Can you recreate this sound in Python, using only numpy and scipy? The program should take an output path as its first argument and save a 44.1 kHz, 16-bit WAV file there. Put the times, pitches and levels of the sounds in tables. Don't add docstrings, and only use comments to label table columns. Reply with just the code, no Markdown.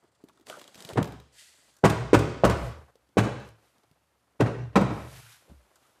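import sys
import numpy as np
from scipy import signal
from scipy.fft import rfft, irfft, next_fast_len
from scipy.io import wavfile
from scipy.ndimage import uniform_filter1d, map_coordinates

SR = 44100
rng = np.random.default_rng(int(sys.argv[2]) if len(sys.argv) > 2 else 0)


def generate_wav(sig):
    pcm = np.round(np.clip(np.atleast_2d(sig).T, -1, 1) * 32767).astype(np.int16)
    wavfile.write(sys.argv[1], SR, pcm)


def amplitude_ratio(level_db):
    exponent = np.asarray(level_db, float) / 20
    return 10 ** exponent


N = 264588


def unit(x):
    return x / np.sqrt(np.mean(x ** 2) + 1e-20)


def along(points, hz):
    f, v = np.transpose(points)
    return np.interp(np.log(hz + 1), np.log(f + 1), v)


def noise(size, spectrum, tilt_db=0):
    m = next_fast_len(size)
    hz = np.fft.rfftfreq(m, 1 / SR)
    gain = amplitude_ratio(along(spectrum, hz) + tilt_db * np.log2(1 + hz / 1000))
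    return unit(irfft(rfft(rng.standard_normal(m)) * gain, m)[:size])


def hump(hz, skirt_db):
    return [(hz / 5, 3 * skirt_db), (hz / 2, skirt_db), (hz, 0), (hz * 1.3, skirt_db), (hz * 5, 3 * skirt_db)]


def wobble(rate):
    knots = rng.standard_normal(int(N * rate / SR) + 4)
    return map_coordinates(knots, [np.arange(N) * rate / SR])


def add(out, s, sound):
    out[round(s * SR):][:len(sound)] += sound


# f/Hz, t60/s
GARAGE_DECAY = [(100, 0.6), (400, 0.64), (1500, 0.84), (5000, 1), (12000, 0.42)]


def garage(x, wet_db, size):
    hz, t, z = signal.stft(rng.standard_normal(size), SR, nperseg=256)
    fade = amplitude_ratio(-60 * t / along(GARAGE_DECAY, hz)[:, None])
    tail = signal.istft(z * fade, SR, nperseg=256)[1]
    tail = tail / np.linalg.norm(tail)
    wet = signal.fftconvolve(np.pad(x, (300, 0)), tail)[:len(tail)]
    return np.pad(x, (0, len(wet) - len(x))) + amplitude_ratio(wet_db) * wet


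# f/Hz, level/dB, t60/s
BOARD_TONES = [(195.5, 10, 0.4), (310, -3, 1), (371, -27, 0.99), (420, -10, 0.44), (566.8, -6, 1),
               (690, -13.5, 0.77), (940, -1, 0.071), (1022, -20.5, 0.62), (1045, -11, 0.26),
               (1143.5, -14.5, 0.99)]


def ring(t, scatter_db, shorten):
    out = 0
    for hz, db, t60 in BOARD_TONES:
        fade = amplitude_ratio(db + scatter_db * rng.standard_normal() - 60 * t / (t60 * shorten))
        out = out + fade * np.sin(2 * np.pi * hz * t)
    return out


# f/Hz, level per Hz/dB
BOARD_SHUDDER = [(82, -23.5), (140, -0.5), (498, -4.5), (903, -8), (1480, -12.5), (1640, -16), (2630, -22),
                 (2850, -25.5), (5820, -35.5), (8830, -38.5), (10600, -50.5), (13100, -52), (16000, -63)]


def strike_board(rows, rise_s, t60_s, room_db):
    out, t = np.zeros(N + SR), np.arange(SR // 4) / SR
    for s, db, hz, thud_db, hard_db in rows:
        press = t * hz / 0.56
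        thud = np.sin(2 * np.pi * hz * t) * amplitude_ratio(thud_db - 1.5) * press * np.exp(1 - press)
        grains = np.interp(t * 400, np.arange(128), rng.standard_normal(128))
        chatter = amplitude_ratio(3.5 * grains)
        shudder = unit(noise(len(t), BOARD_SHUDDER, hard_db) * chatter) * amplitude_ratio(-4 - 60 * t / t60_s)
        tones = amplitude_ratio(-19.5) * ring(t, scatter_db=3, shorten=0.23)
        blow = thud + (1 - np.exp(-t / rise_s)) * (shudder + tones)
        add(out, s, amplitude_ratio(db) * garage(blow, wet_db=room_db, size=SR * 2 // 3))
    return out[:N]


# t/s, peak level/dB, thud f/Hz, thud share/dB, hardness/dB per octave
SLAPS = [(1.834, -25, 477, -4, -6), (1.838, -3, 415, -4, -3.5), (1.846, -5.5, 430, -3.5, 3),
         (1.856, -10.5, 330, -1.5, 1.5), (2.131, -3, 416, 4, 0.5), (2.138, -6.5, 620, -1.5, 3),
         (2.143, -7.5, 278, 1.5, 0.5), (2.4362, -2, 594, 0, -2), (2.447, -5, 410, -3.5, 2.5),
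         (3.155, -48, 300, -4, -7), (3.1699, -10.5, 450, 5.5, 0.5), (3.1797, -5, 309, -7.5, 2.5),
         (4.392, -45, 334, -7.5, 0), (4.396, -32, 400, -6, 1), (4.401, -13, 613, -6.5, -2),
         (4.404, -12.5, 373, 2, 2.5), (4.411, -10.5, 430, 0.5, -7), (4.7558, -4.5, 825, -8.5, 1),
         (4.761, -3.5, 343, -5.5, -2)]


def slaps():
    return strike_board(SLAPS, rise_s=0.003, t60_s=0.079, room_db=-8)


# t/s, peak level/dB, hardness/dB per octave
PIN_BOUNCES = [
    (1.895, -15, 4),
    (2.189, -24, 5.5),
    (2.495, -10, 2),
    (3.234, -17, 1.5),
    (3.26, -16, -4.5),
    (4.458, -13.5, -1.5),
    (4.807, -8.5, -3),
    (4.898, -17.5, -2),
]


def bounces():
    rows = [(s, db, 330, -13.5, hard_db) for s, db, hard_db in PIN_BOUNCES]
    return strike_board(rows, rise_s=0.008, t60_s=0.1, room_db=-8)


# t/s, peak level/dB, thud f/Hz, thud share/dB, hardness/dB per octave
PIN_DROPS = [
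    (0.9577, -22.5, 414, 0.5, -0.5),
    (.9725, -10, 358, -8, 0),
    (.979, -16, 406, -3, -2),
    (.987, -14, 250, -0.5, -11),
    (.999, -20, 294, -3, -1),
    (1.013, -20, 140, 3, -6),
    (5.48, -42, 353, -1.5, -5),
    (5.498, -39, 629, -1, -8),
    (5.515, -40.5, 222, 2.5, -12),
]


def drops():
    return strike_board(PIN_DROPS, rise_s=0.003, t60_s=0.062, room_db=-11.5)


def gate(x, threshold_db, depth_db):
    level_db = 10 * np.log10(np.abs(uniform_filter1d(x ** 2, 2500)) + 1e-12)
    return x * amplitude_ratio(np.clip(level_db - threshold_db, depth_db, 0))


# t/s, air level/dB, lid level/dB, air t60/s, lid t60/s
TRUNK_BOOMS = [(.76, -72, -63, .6, 0.73), (.91, -49, -48, 0.41, 0.61), (.96, -32, -20, 0.29, .22),
               (1.07, -50.5, -44, 1.1, .7), (1.837, -28, -21, 0.58, 0.44), (1.99, -44.5, -36, 1.17, 1.3),
               (2.13, -27, -23.5, 0.6, 0.58), (2.437, -24.5, -23, 0.56, .5), (2.6, -36.5, -37, .6, 0.47),
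               (3.0, -63.5, -73, 1.2, 0.82), (3.169, -38.5, -20.5, .9, 0.57),
               (4.399, -35.5, -20.5, 0.5, 0.44), (4.56, -43.5, -40, .7, 0.81),
               (4.757, -38, -35.5, 0.91, 1.1), (4.82, -40.5, -31.5, 0.93, .75),
               (5.485, -47, -47, 0.56, .28)]
# f/Hz, level/dB
AIR_MODES = [(62, -13.5), (68, 0)]
# f/Hz, level/dB
LID_MODES = [(111, -2.5), (120, 1), (150, -7.5)]


def trunk():
    time = np.arange(N) / SR
    start, air_db, lid_db, air_t60, lid_t60 = np.transpose(TRUNK_BOOMS)[..., None]
    since = np.clip(time - start, 0, None)
    rest_db, gate_db, fade = -84, -56, 1.8
    out = 0
    for db, t60, build_s, modes in (air_db, air_t60, 0.018, AIR_MODES), (lid_db, lid_t60, 0.02, LID_MODES):
        build = 1 - np.exp(-(since / build_s) ** 2)
        gain = np.sum(amplitude_ratio(db + 1.5 - 60 * since / t60) * build, axis=0)
        gain = gain * np.minimum(1, gain / amplitude_ratio(gate_db)) ** fade
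        flutter = amplitude_ratio(2.5 * wobble(16))
        tones = sum(amplitude_ratio(mode_db) * np.sin(2 * np.pi * hz * time + 2.4 * wobble(10)) for hz, mode_db in modes)
        out = out + (gain + amplitude_ratio(rest_db)) * flutter * unit(tones)
    return out


def click_plastic(rows, click_hz, t60_s, rise_s):
    out, t = np.zeros(N + SR), np.arange(SR // 10) / SR
    for s, db, body_db, body_hz in rows:
        fade = amplitude_ratio(-60 * t / t60_s - 3.5) + amplitude_ratio(1.5 - 60 * t / 0.0074)
        click = noise(len(t), hump(click_hz, skirt_db=-5.5)) * fade
        knock = noise(len(t), hump(body_hz, skirt_db=-13)) * amplitude_ratio(body_db - 60 * t / (2.05 * t60_s))
        contact = (1 - np.exp(-t / rise_s)) * (click + knock)
        add(out, s, amplitude_ratio(db - 8) * garage(contact, wet_db=-10.5, size=SR // 3))
    return out[:N]


# t/s, peak level/dB
PIN_RATTLES = [(1.2521, -63), (1.6395, -56), (1.738, -50), (1.7514, -53), (1.7664, -43.5), (1.786, -48),
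               (1.8512, -16), (1.8982, -20.5), (2.1472, -21), (2.19, -22.5), (2.4498, -16.5),
               (2.4974, -22.5), (3.1837, -22), (3.2344, -38.5), (4.4074, -32), (4.4664, -45.5),
               (4.764, -32.5), (4.813, -30), (5.7565, -42)]


def rattles():
    rows = [(s, db, -12, 1500) for s, db in PIN_RATTLES]
    return click_plastic(rows, click_hz=7200, t60_s=0.036, rise_s=0.002)


# t/s, peak level/dB, body level/dB, body f/Hz
PIVOT_SLIPS = [(0.4683, -32.5, -14, 614), (0.4978, -25, -2, 626), (0.5341, -52, 3, 1390),
               (0.5694, -43, 13, 579), (0.5948, -35, -8, 345), (0.614, -33, -9, 676),
               (0.6408, -37, -21, 614), (0.6777, -35.5, -19, 568), (0.7446, -35, -14, 1530),
               (0.7546, -33, -7, 260), (0.7771, -38, -1, 212), (0.8043, -29, -20, 202),
               (0.823, -29.5, -20, 275), (0.849, -26.5, -1, 198), (0.889, -28, -0.5, 435),
               (0.9334, -31, 2, 401), (1.0279, -21.5, -21, 202), (1.043, -27.5, -14, 256),
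               (1.0544, -34.5, -5, 320), (1.0733, -37, 10, 525), (1.103, -52, -12, 234),
               (1.1218, -37, -8, 221), (1.1998, -40.5, -2, 415)]


def slips():
    return click_plastic(PIVOT_SLIPS, click_hz=3500, t60_s=0.024, rise_s=0.001)


# t/s, peak level/dB, body level/dB, body f/Hz
TRIM_TICKS = [(0.0374, -61.5, 14.5, 312), (0.2384, -56, 22, 346), (0.286, -41.5, -6, 818),
              (0.2944, -50.5, 5, 1210), (0.3734, -53, 4, 1200), (0.397, -52, 7, 388), (0.41, -51.5, 7, 336),
              (2.955, -49, 5, 452), (3.0896, -59, 9.5, 290), (3.4007, -44.5, -0.5, 220),
              (3.488, -41, 0, 511), (3.7819, -51, 0, 258), (3.8341, -54, -3, 371),
              (3.9123, -51.5, 4.5, 200)]


def ticks():
    return click_plastic(TRIM_TICKS, click_hz=4020, t60_s=0.023, rise_s=0.001)


def swells(start, top, end):
    time = np.arange(N) / SR
    edges = np.clip(np.minimum(time - start, end - time) / 0.015, 0, 1)
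    return edges * amplitude_ratio(np.interp(time, [start, top, end], [-18.5, 0, -23]))


# start t/s, fastest t/s, end t/s, hiss level/dB, scrape level/dB
MOVES = [(0.453, 0.489, 0.83, -52.5, -48), (0.71, .8, 1.03, -57.5, -56), (.8, 0.893, 1.1, -61, -53),
         (1.317, 1.393, 1.72, -52, -96), (2.493, 2.58, 2.92, -62, -44), (2.55, 2.66, 2.74, -56, -55),
         (.87, .9, .96, -58, -46), (3.38, 3.48, 3.53, -66, -58), (3.3, 3.376, 3.12, -68, -54),
         (3.55, 3.651, 3.94, -73.5, -70), (4.844, 4.982, 5.214, -64, -44.5),
         (4.892, 5.172, 5.32, -53, -65.5), (5.098, 5.329, 5.48, -54.5, -84),
         (5.304, 5.42, 5.03, -59, -75.5), (1.515, 1.724, 1.84, -69, -75), (0, 0.046, 0.13, -97, -78),
         (5.395, 5.495, 5.78, -70, -65), (5.597, 5.85, 6.22, -71, -73.5)]
# f/Hz, level per Hz/dB
FELT_HISS = [(590, -46), (1000, -12), (1080, -26), (1260, -7), (1960, 3.5), (2150, -1.5), (3340, 1),
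             (4120, -0.5), (4470, 3.5), (5440, -2.5), (7880, 1), (12800, -11.5), (16000, -27)]
# f/Hz, level per Hz/dB
SLIDE_HISS = [(410, -37), (700, -10.5), (1460, -3.5), (1970, -4.5), (2660, -4), (5190, -8.5), (12000, -10),
              (14200, -18.5), (16000, -35.5)]
# f/Hz, level per Hz/dB
BOARD_SCRAPE = [(47, -39.5), (80, -17.5), (131, 2.5), (470, 5.5), (575, 7), (1170, 0.5), (1430, -1),
                (2500, -13), (3250, -35.5), (5500, -120)]


def strokes():
    time = np.arange(N) / SR
    palm = np.where(time < 2, noise(N, FELT_HISS), noise(N, SLIDE_HISS))
    grit_db = 2.5 * (time < 1.25) * wobble(90)
    hiss = unit(palm * amplitude_ratio(0.77 * wobble(220) + grit_db))
    scrape = unit(noise(N, BOARD_SCRAPE) * amplitude_ratio(3.5 * wobble(70)))
    hiss_gain, scrape_gain = amplitude_ratio(-77.5), amplitude_ratio(-74.5)
    for start, top, end, hiss_db, scrape_db in MOVES:
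        speed = swells(start, top, end)
        hiss_gain = hiss_gain + amplitude_ratio(hiss_db) * speed
        scrape_gain = scrape_gain + amplitude_ratio(scrape_db) * speed
    return hiss_gain * hiss + scrape_gain * scrape


# start t/s, end t/s, level/dB, first f/Hz, last f/Hz
RUBBING_CREAKS = [
    (.48, 0.595, -44, 1350, 1400),
    (1.31, 1.66, -73, 1720, 1880),
    (5.18, 5.378, -61, 1416, 1520),
    (5.76, 5.999, -70.5, 1330, 1180),
]


def creaks():
    time = np.arange(N) / SR
    knots, gain = [], 0
    for start, end, db, first_hz, last_hz in RUBBING_CREAKS:
        knots += [(start, first_hz), (end, last_hz)]
        gain = gain + amplitude_ratio(db) * swells(start, start + 0.42 * (end - start), end)
    pitch_hz = np.interp(time, *np.transpose(knots))
    return gain * unit(wobble(380) * np.sin(2 * np.pi * np.cumsum(pitch_hz) / SR))


# f/Hz, level per Hz/dB
GARAGE_AIR = [(15, -18), (25, -16), (64, -6.5), (127, -8.5), (317, -10), (427, -18.5), (659, -14),
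              (734, -9), (911, -10), (1260, -10.5), (2280, -19.5), (14800, -38), (16000, -36.5)]
# f/Hz, level/dB
ELECTRIC_WHINE = [(15235, -91)]


def air():
    time = np.arange(N) / SR
    whine = sum(amplitude_ratio(db + 1) * np.sin(2 * np.pi * hz * time) for hz, db in ELECTRIC_WHINE)
    return whine + noise(N, GARAGE_AIR) * amplitude_ratio(-77.5 + 0.9 * wobble(15) + wobble(46))


def scene():
    blows = gate(slaps() + bounces() + drops(), threshold_db=-45.5, depth_db=-37)
    plastic = rattles() + slips() + ticks()
    handling = strokes() + creaks()
    return np.array([blows + trunk() + plastic + handling + air()])


def top_cut(x):
    return signal.sosfilt(signal.butter(12, 16450, fs=SR, output="sos"), x)


# f/Hz, level/dB
MICROPHONE_TREBLE = [(14000, -0.5), (15600, -12.5), (16400, -57.5)]


def record(dry):
    size = next_fast_len(N)
    gain = amplitude_ratio(along(MICROPHONE_TREBLE, np.fft.rfftfreq(size, 1 / SR)))
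    heard = irfft(rfft(dry, size) * gain, size)[:, :N]
    bass_cut = signal.butter(3, 50, btype="high", fs=SR, output="sos")
    heard = signal.sosfilt(bass_cut, heard)
    mix = heard / (1 + np.abs(heard / 1.5) ** 6) ** (1 / 6)
    return top_cut(mix)


dry = scene()
out = record(dry)
generate_wav(out)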